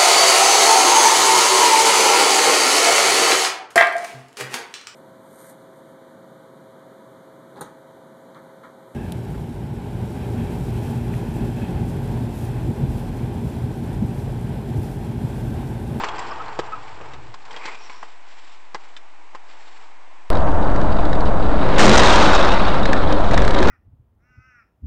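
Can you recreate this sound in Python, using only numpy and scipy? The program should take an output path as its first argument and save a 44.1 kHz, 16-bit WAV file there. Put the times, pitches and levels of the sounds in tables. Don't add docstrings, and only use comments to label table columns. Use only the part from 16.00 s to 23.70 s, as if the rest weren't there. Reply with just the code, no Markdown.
import sys
import numpy as np
from scipy import signal
from scipy.fft import rfft, irfft
from scipy.io import wavfile

SR = 44100
rng = np.random.default_rng(int(sys.argv[2]) if len(sys.argv) > 2 else 0)


def pcm_store(signal):
    levels = np.round(np.clip(np.atleast_2d(signal), -1, 1) * 32767)
    wavfile.write(sys.argv[1], SR, levels.astype(np.int16).T)


N = 339570
HIGHWAY_S, IMPACT_S, SLIDE_S = 4.3025, 5.785, 6.083

# (frequency [Hz], level [dB])
METAL_EQ = [(150, -9.5), (300, -9), (550, 0), (950, -1), (1350, -2.5), (1900, -12.5), (2800, -23.5),
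            (3900, -17), (5500, -43), (9000, -34.5)]
BOOM_EQ = [(120, -16), (175, -22.5), (210, -5.5), (260, -21.5), (400, -13.5), (700, -28)]
# (frequency [Hz], level [dB], t60 [s])
SHELL_MODES = [(194.5, -1, 0.063), (272, 2, 0.058), (381, 4.5, 0.045), (483, -5, 0.13), (551.5, 0.5, 0.098),
               (633, -5, 0.12), (958, -2, 0.09), (1194, -6.5, 0.064), (1660, -8, 0.048)]
def collision(metal_gain, boom_gain, shell_gain):
    lead_in = envelope(IMPACT_S, hold=0, rise=69, fall=298)
    snaps = grains(per_s=1100, spread_db=-0.5) * from_db(2.96 * drift(22))
    metal = coloured(snaps, METAL_EQ) + from_db(-14) * torn_pieces()
    crumpling = np.hypot(metal_gain, from_db(-18.5) * lead_in) * metal
    shell = rms_one(ring(grains(per_s=1200, spread_db=3), SHELL_MODES))
    ringing = np.hypot(shell_gain, from_db(-13.5) * lead_in) * shell
    return crumpling + boom_gain * noise(BOOM_EQ) + ringing


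# (time [s], hold [s], fall [dB/s], metal [dB], boom [dB], shell [dB], heave [dB])
BODY_HITS = [(5.792, 0.04, 167, 9, 7, -1, -12), (5.856, 0.034, 152, -14, 2.5, -5, -1),
             (5.909, 0.12, 31.5, -0.5, -14.5, -7, -6.5), (6.144, 0.053, 60, -8, -16, -10.5, -17),
             (6.872, 0.16, 24, -23.5, -39, -24.5, -30), (7.315, 0.15, 58, -23.5, -21.5, -19.5, -12),
             (7.549, .04, 60, -22, -29, -18, -19.5), (7.624, 0.065, 47, -19, -28, -16.5, -15.5)]
def blows():
    power = 0
    for time, hold, fall, *levels_db in BODY_HITS:
        power = power + np.outer(from_db(levels_db), envelope(time, hold, rise=2200, fall=fall)) ** 2
    return np.sqrt(power)


# (frequency [Hz], level [dB], t60 [s])
DEBRIS_MODES = [(1200, 0.5, 0.036), (1630, -8, 0.079), (1820, -2.5, 0.036), (2474, -12, 0.04),
                (2660, -8, 0.05), (3427, 3.5, 0.043), (3910, -2.5, 0.097), (4640, -0.5, 0.014)]
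def torn_pieces(count=3, size_spread=0.0627):
    sizes = 1 + size_spread * np.linspace(-1, 1, count)
    return rms_one(sum(ring(grains(per_s=65, spread_db=3.5), [(hz / size, db, t60)])
                       for size in sizes for hz, db, t60 in DEBRIS_MODES))


# (time [s], hold [s], pressure [full scale])
AIR_SLAMS = [(5.786, 0.053, -1.7), (5.862, 0.0068, -1.4), (5.962, 0.0032, -1.92)]
def jolts():
    return sum(push * envelope(time, hold, rise=3000, fall=1500) for time, hold, push in AIR_SLAMS)


# (time [s], shower [dB], ring [dB], ring pitch [Hz])
BREAKS = [(4.329, -28, -35, 4100), (4.353, -26, -29, 3800), (4.37, -25, -38, 4700),
          (4.76, -22.5, -44, 3770), (4.814, -29, -35, 1710), (5.052, -24, -31, 3430),
          (5.129, -21.5, -43, 3820), (5.15, -27.5, -36, 3650), (5.205, -22.5, -29, 4230),
          (5.255, -24, -31, 3860), (5.782, 4.5, -23, 3600), (5.792, 14, -8, 4970), (5.806, 11.5, 6, 4240),
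          (5.822, 6, -8, 3320), (5.837, 2, -13, 4600), (5.855, 2, 2, 5600), (5.881, 3, -2, 6300),
          (5.893, 8.5, -14, 3620), (5.954, 1, -10, 3900), (5.961, -4, -7, 5200), (5.977, 8, 6, 6240),
          (5.995, 5, -3, 3830), (6.033, -2, -9, 3740), (6.072, -2, -9, 3850), (6.097, -16, -8, 3740),
          (6.157, -2, -14, 2470), (6.199, -16, -19, 3900), (6.245, -27, -20, 3860), (6.275, -22, -14, 3830),
          (6.351, -24, -10.5, 3770), (6.426, -20, -19, 3780), (6.484, -26, -29, 3600),
          (6.519, -14, -18, 2890), (6.682, -30, -28, 3790), (6.831, -27, -20, 3800),
          (6.855, -12, -20, 4070), (6.93, -9.5, -17.5, 1760), (7.124, -13.5, -22, 3120),
          (7.263, -36, -43, 3850), (7.311, -13.5, -25, 1940), (7.341, -13.5, -20, 3800),
          (7.376, -6.5, -13.5, 1740), (7.391, -29, -27, 3540), (7.401, -26, -27, 3850),
          (7.419, -14.5, -34, 4350), (7.442, -23, -31, 3920), (7.449, -14, -32, 3600),
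          (7.478, -12, -29, 1910), (7.507, -10.5, -19, 1720), (7.547, -18, -24, 3760),
          (7.587, -16, -30, 1800), (7.627, -9, -17, 1730), (7.671, -15, -14, 1420), (7.681, -21, -24, 3720),
          (7.686, -15, -11.5, 1690)]
# (frequency [Hz], level [dB])
SHOWER_EQ = [(700, -15), (1700, 22.5), (2700, 3), (3900, 12.5), (6500, -5.5), (9000, -7)]
# (pitch multiple [ratio], level [dB], t60 [cycles])
SHARD_MODES = [(1, -1.5, 220), (1.07, -10, 92), (.93, -5.5, 90), (2.15, -20, 100)]
def cracks():
    times, shower_db, ring_db, ring_hz = np.transpose(BREAKS)
    hits = strikes(times, shower_db)
    swell = from_db(5) * (dying(hits, t60=0.019) - dying(hits, t60=0.0062))
    splinters = coloured(grains(per_s=8000, spread_db=1), SHOWER_EQ)
    return swell * splinters + pings(times, ring_db, ring_hz, SHARD_MODES)


def tinkle(low_hz=2603, high_hz=5410, count=12, t60_cycles=220):
    crumbs = sum(ring(grains(per_s=12, spread_db=1), [(hz, 0, t60_cycles / hz)]) / hz
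                 for hz in np.geomspace(low_hz, high_hz, count))
    return from_db(-20.5) * envelope(6.014, hold=0.11, rise=160, fall=31) * rms_one(crumbs)


# (frequency [Hz], level [dB])
ASPHALT_EQ = [(330, -4), (450, -3.5), (640, 0.5), (950, 7), (1250, -3), (1550, -17.5), (1850, -23.5)]
SCRAPE_EQ = [(450, -11), (750, 1.5), (950, 4), (1250, 0), (1550, -11.5), (1850, -27)]
def grinding():
    asphalt = from_db(-29) * envelope(HIGHWAY_S, hold=0.073, rise=0, fall=10) * noise(ASPHALT_EQ)
    slide = from_db(-12.5) * envelope(SLIDE_S, hold=0.16, rise=60, fall=42)
    grit = grains(per_s=1500, spread_db=-0.5) * from_db(4.7 * drift(35))
    return asphalt + slide * coloured(grit, SCRAPE_EQ)


# (pitch as the slide begins [Hz], width [Hz], level [dB])
GROAN_NOTES = [(962, 60, -6.5), (1547, 48, -8)]
def groaning(sag_per_s=0.2):
    sag = np.exp(-sag_per_s * (seconds() - SLIDE_S))
    phase_per_hz = 2 * np.pi * np.cumsum(sag) / SR
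    notes = 0
    for hz, width, db in GROAN_NOTES:
        phase = hz * phase_per_hz
        notes = notes + from_db(db) * (drift(width) * np.sin(phase) + drift(width) * np.cos(phase))
    return from_db(-12.5) * envelope(SLIDE_S, hold=0.12, rise=60, fall=36) * notes


# (time [s], level [dB], pitch [Hz])
UNDERSIDE_HITS = [(6.891, -14, 560), (7.122, -13.5, 553), (7.199, -15, 582), (7.335, -6, 668),
                  (7.385, -12, 490), (7.42, -12, 575), (7.491, -9, 538), (7.604, -6, 379.4),
                  (7.661, -7.5, 492)]
# (pitch multiple [ratio], level [dB], t60 [cycles])
WHEEL_WELL_MODES = [(0.97, 2.5, 48), (0.529, -1.5, 28)]
def thumps():
    return pings(*np.transpose(UNDERSIDE_HITS), WHEEL_WELL_MODES)


# (frequency [Hz], level [dB])
GRAVEL_EQ = [(1300, 1), (1900, -0.5), (2700, -4), (3900, -4.5), (5000, -12), (8500, -24)]
def gravel():
    hits = np.abs(grains(per_s=310, spread_db=2))
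    crunch = rms_one(dying(hits, t60=0.017) * noise(GRAVEL_EQ))
    return from_db(-33.5) * envelope(7.56, hold=0.4, rise=20.5, fall=107) * crunch


# (frequency [Hz], level [dB])
THIN_HISS_EQ = [(2000, -3), (3000, -7), (3900, 5.5), (4300, -10), (4750, 2.5), (5100, -22.5)]
SCRUB_EQ = [(1400, -7), (2000, 5.5), (3000, -1), (4200, -4.5), (4800, -8), (5500, -18), (8000, -21)]
def scrubbing(thin_s=4.93):
    thin = from_db(-51) * envelope(thin_s, hold=IMPACT_S - thin_s, rise=44, fall=107)
    loud = from_db(-31.5) * envelope(IMPACT_S, hold=0.94, rise=44, fall=107)
    flutter = from_db(2 * drift(30))
    return flutter * (thin * noise(THIN_HISS_EQ) + loud * noise(SCRUB_EQ))


# (time [s], thud [dB], panel [dB], click [dB], ping [dB], ping pitch [Hz])
TRIM_KNOCKS = [(0.036, -45, -4.5, -25.5, -28, 2970), (0.042, -42, -26, -28, -34, 4100),
               (0.087, -51, -15, -30, -27, 3300), (0.183, -48, -16, -37, -34, 4900),
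               (0.192, -37, -19, -29, -28.5, 7470), (0.461, -48, -27, -44, -42, 4170),
               (0.482, -40, -17, -43, -38, 4230), (0.59, -17, -6.5, -23, -42, 3300),
               (0.881, -57, -39, -44, -40, 2310), (1.012, -33, -30, -43, -39, 2500),
               (1.135, -46, -26, -36, -46, 3600), (1.341, -60, -23, -36, -40, 5000),
               (1.453, -63, -36, -39, -47, 4600), (1.509, -50, -34, -36, -36, 3150),
               (1.53, -48, -33, -47, -41, 4680), (1.542, -39, -33, -49, -36, 1920),
               (1.564, -38, -31, -32.5, -29, 3230), (1.655, -38, -26, -25.5, -33, 4700),
               (1.68, -47, -18, -39, -38, 2300), (1.746, -54, -24, -35, -38, 2360),
               (1.897, -61, -22, -37, -35, 2250), (2.028, -55, -16, -39, -41, 1890),
               (2.746, -32.5, -11, -28.5, -30.5, 4910), (2.966, -66, -52, -34, -31.5, 3550),
               (3.348, -42, -19, -36, -57, 4800)]
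# (frequency [Hz], level [dB], t60 [s])
DASHBOARD_MODES = [(75, -19, 0.06), (128, -17.5, 0.066), (374, -3, 0.056), (445, -1.5, 0.052),
                   (544, 3, 0.02)]
PANEL_MODES = [(714, -8.5, 0.019), (860, -6, 0.03), (1060, -2, 0.03), (1270, -13, 0.06),
               (1595, -10.5, 0.015), (2024, -22, 0.077)]
# (pitch multiple [ratio], level [dB], t60 [cycles])
PLASTIC_MODES = [(1, -2.5, 174), (1.11, -5.5, 100), (.88, -7, 89), (0.66, -12, 100)]
def knocks(bounce_s=0.0054, bounce_db=-6):
    times, thud_db, panel_db, click_db, ping_db, ping_hz = np.transpose(TRIM_KNOCKS)
    bounces = times + bounce_s * rng.uniform(0.7, 1.3, len(times))
    thud, panel, click = [strikes(times, db) + strikes(bounces, db + bounce_db)
                          for db in (thud_db, panel_db, click_db)]
    body = ring(thud, DASHBOARD_MODES) + from_db(-8) * ring(panel, PANEL_MODES)
    scatter = from_db(-22.5) * dying(panel, t60=0.073) * noise(TYRE_EQ)
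    bright = noise([(1500, 11), (3200, 4), (5000, 1.5), (8000, -8.5)])
    crack = from_db(-4.5) * dying(click, t60=0.046) * bright
    return body + scatter + crack + pings(times, ping_db, ping_hz, PLASTIC_MODES)


# (centre time [s], length [s], pitch [Hz], rasp [0-1], level [dB])
TRIM_SQUEAKS = [(0.309, .03, 5100, 0.96, -46), (0.318, 0.025, 1170, 0.1, -30.5),
                (0.408, 0.023, 1285, 0.3, -28.5), (0.737, 0.028, 1290, 0.16, -23.5),
                (1.675, 0.14, 2120, 0.87, -37), (1.683, 0.27, 2470, 0.57, -44),
                (1.834, 0.083, 5580, .6, -49), (1.968, 0.18, 5520, 0.65, -56), (1.93, 0.095, 996, 0.4, -43)]
def squeaks(pitch_shake=0.055):
    out = 0
    for centre, length, hz, rasp, db in TRIM_SQUEAKS:
        swell = np.exp(-((seconds() - centre) * 2 / length) ** 4)
        pitch = hz * (1 + pitch_shake * rasp * drift(242))
        phase = 2 * np.pi * np.cumsum(pitch) / SR
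        grip = np.sqrt(1 - rasp ** 2) + rasp * drift(150)
        out = out + from_db(db) * swell * grip * (np.sin(phase) + from_db(-23) * np.sin(2 * phase))
    return out


# (time [s], hold [s], dull scuff [dB], bright rustle [dB])
SHIFTS = [(0, 0.015, -30.5, -40.5), (0.19, 0.075, -46, -51), (1.014, 0.052, -43.5, -60),
          (1.508, 0.081, -41, -51), (1.654, 0.027, -38, -42), (1.814, 0.24, -51, -50.5),
          (2.293, 0.25, -72, -53), (2.82, 0.037, -52, -54), (3.497, 0.33, -53.5, -53.5)]
# (frequency [Hz], level [dB])
RUSTLE_EQ = [(900, -13), (1500, -3), (2300, -3.5), (3000, -5.5), (4500, -8.5), (5600, -12), (6400, -20),
             (7500, -11.5), (8200, -22)]
def rustles(moving_db=-47.5, still_db=-72):
    scuff_power = 0
    rustle_power = (from_db(moving_db) * speed()) ** 2 + from_db(still_db) ** 2
    for time, hold, scuff_db, rustle_db in SHIFTS:
        spell = envelope(time, hold, rise=166, fall=105)
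        scuff_power += (from_db(scuff_db) * spell) ** 2
        rustle_power += (from_db(rustle_db) * spell) ** 2
    friction = rng.standard_normal(N) + 0.5 * grains(per_s=400, spread_db=1)
    scuff = np.sqrt(scuff_power) * noise(TYRE_EQ)
    flutter = from_db(2 * drift(30))
    return scuff + np.sqrt(rustle_power) * flutter * coloured(friction, RUSTLE_EQ)


# (frequency [Hz], level [dB])
RUMBLE_EQ = [(12, -4.5), (22, -3), (45, -5.5), (70, -9.5), (100, -12), (150, -22), (250, -51.5)]
ROAR_EQ = [(76, -27.5), (130, -4.5), (182, 5.5), (246, -1), (304, 6), (345, -4), (641, 3), (779, -1),
           (947, -2.5), (1480, -10), (2340, -30.5), (3910, -33.5), (4350, -42), (7280, -42.5), (9000, -45),
           (11700, -74.5), (19800, -120)]
def highway(heave):
    rumble = np.hypot(from_db(-17.5), heave) * noise(RUMBLE_EQ)
    roar = np.hypot(from_db(-19.5), from_db(-7.5) * heave) * noise(ROAR_EQ)
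    ticks = (rng.random(N) < 90 / SR) * rng.random(N)
    bright = noise([(1700, -5), (2700, 5), (3900, 2.5), (4900, 1), (5600, -22), (8000, -13.5)])
    return rumble + roar + from_db(-42.5) * dying(ticks, t60=0.063) * bright


# (frequency [Hz], level [dB])
TYRE_EQ = [(110, -82), (180, -19.5), (225, -14), (340, -7.5), (389, -10), (435, -3), (538, -11), (851, 0.5),
           (1270, -4), (1360, -9), (1490, -7.5), (2150, -17.5), (2600, -16.5), (3380, -24), (5720, -120)]
DRONE_EQ = [(50, -10), (85, -5), (125, 0), (160, -4), (230, -22)]
JUDDER_EQ = [(60, -5.5), (100, -6), (130, -2), (170, -28), (300, -12.5), (480, -18)]
STREET_EQ = [(100, -11), (170, -31.5), (300, -6.5), (420, -9.5), (560, -7.5), (800, 1), (1000, 1.5),
             (1300, -6), (2300, -7), (3200, -15), (5000, -21.5), (8000, -24.5)]
def slowing_car():
    tyres = from_db(-29.5 + drift(40)) * speed() ** 2.24 * noise(TYRE_EQ)
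    sway = from_db(-45.5) * speed() ** 2 * noise(RUMBLE_EQ)
    drone = from_db(-52) * envelope(0, hold=0.74, rise=0, fall=17.5) * noise(DRONE_EQ)
    judder = from_db(-45) * envelope(1.12, hold=0.17, rise=38, fall=130) * noise(JUDDER_EQ)
    return tyres + sway + drone + judder + from_db(-50) * noise(STREET_EQ)


def speed(stop_s=1.93):
    return np.maximum(1 - seconds() / stop_s, 0)


def from_db(db):
    return 10 ** (np.asarray(db) / 20)


def rms_one(x):
    return x / np.sqrt(np.mean(x ** 2) + 1e-20)


def seconds():
    return np.arange(N) / SR


def envelope(start, hold, rise, fall):
    t = seconds() - start
    down_db = rise * np.maximum(-t, 0) + fall * np.maximum(t - hold, 0)
    return from_db(-np.minimum(down_db, 200))


def coloured(source, eq):
    hz, db = np.transpose(eq)
    octave = np.log2(np.maximum(np.fft.rfftfreq(N, 1 / SR), 1))
    knots = np.log2(hz)
    outside = np.abs(octave - np.clip(octave, knots[0], knots[-1]))
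    gain = from_db(np.interp(octave, knots, db) - 24 * outside)
    return rms_one(irfft(rfft(source) * gain, N))


def noise(eq):
    return coloured(rng.standard_normal(N), eq)


def drift(rate_hz):
    hz = np.fft.rfftfreq(N, 1 / SR)
    return rms_one(irfft(rfft(rng.standard_normal(N)) / (1 + (hz / rate_hz) ** 2), N))


def grains(per_s, spread_db):
    sizes = from_db(spread_db * np.minimum(rng.exponential(1, N), 4))
    return rms_one(sizes * rng.choice([-1, 1], N) * (rng.random(N) < per_s / SR))


def strikes(times, db):
    out = np.zeros(N)
    out[np.clip(np.round(times * SR).astype(int), 0, N - 1)] = from_db(db)
    return out


def dying(clicks, t60):
    return signal.lfilter([1], [1, -from_db(-60 / (t60 * SR))], clicks + 1e-18)


def ring(clicks, modes):
    out = 0
    for k, (hz, db, t60) in enumerate(modes):
        radius, angle = from_db(-60 / (t60 * SR)), 2 * np.pi * hz / SR
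        poles = [1, -2 * radius * np.cos(angle), radius ** 2]
        out = out + (-1) ** k * from_db(db) * signal.lfilter([0, np.sin(angle)], poles, clicks + 1e-18)
    return out


def pings(times, levels_db, pitches, modes, chatter=0.45, chatter_hz=110, samples=9000):
    out, t = np.zeros(N + samples), np.arange(samples) / SR
    for multiple, mode_db, t60_cycles in modes:
        buzz = chatter * np.pad(drift(chatter_hz), (0, samples))
        for time, db, hz in zip(times, levels_db, pitches):
            start = min(int(time * SR), N)
            span, cycles = slice(start, start + samples), multiple * hz * t
            pure = np.sqrt(1 - chatter ** 2) * np.sin(2 * np.pi * cycles)
            rough = buzz[span] * np.cos(2 * np.pi * cycles)
            out[span] += from_db(db + mode_db - 60 * cycles / t60_cycles) * (pure + rough)
    return out[:N]


def low_pass(x, hz):
    return signal.sosfilt(signal.ellip(8, 0.3, 70, hz, fs=SR, output="sos"), x)


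def scene():
    trim = knocks()
    cabin = slowing_car() + rustles() + trim + squeaks()
    stop = low_pass(cabin, hz=8100) + from_db(-22) * trim
    metal_gain, boom_gain, shell_gain, heave = blows()
    crash = collision(metal_gain, boom_gain, shell_gain) + jolts() + cracks() + tinkle()
    ride = highway(heave) + scrubbing() + crash + thumps() + grinding() + groaning() + gravel()
    return np.where(seconds() < HIGHWAY_S, stop, ride)[None]


UPPER_RAIL, LOWER_RAIL = 0.24, 0.29
def overload(x, hardness=3.8):
    upper = UPPER_RAIL + 0.25 * envelope(5.86, hold=0, rise=159, fall=23)
    rail = np.where(x > 0, upper, LOWER_RAIL)
    return x / (1 + np.abs(x / rail) ** hardness) ** (1 / hardness)


def record(dry, ring_hz=3800, soft_hz=8000, stop_offset=-0.03, highway_offset=-0.41):
    flat = overload(dry[0])
    ringing = 0.27 * signal.lfilter(*signal.iirpeak(ring_hz, Q=23, fs=SR), flat)
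    excess = np.minimum(np.abs(dry[0] - flat), LOWER_RAIL)
    fizz = from_db(-23.5) * excess * noise([(500, 5.5), (3000, 8), (6300, -8), (8000, -4)])
    driven = signal.sosfilt(signal.butter(4, soft_hz, fs=SR, output="sos"), flat + ringing + fizz)
    driven = np.maximum(driven, -0.44)
    bright_edge = from_db(-23) * flat
    ride = low_pass(driven, hz=9000) + bright_edge + highway_offset
    return low_pass(np.where(seconds() < HIGHWAY_S, dry[0] + stop_offset, ride), hz=13500)[None]


dry = scene()
out = record(dry)
pcm_store(out)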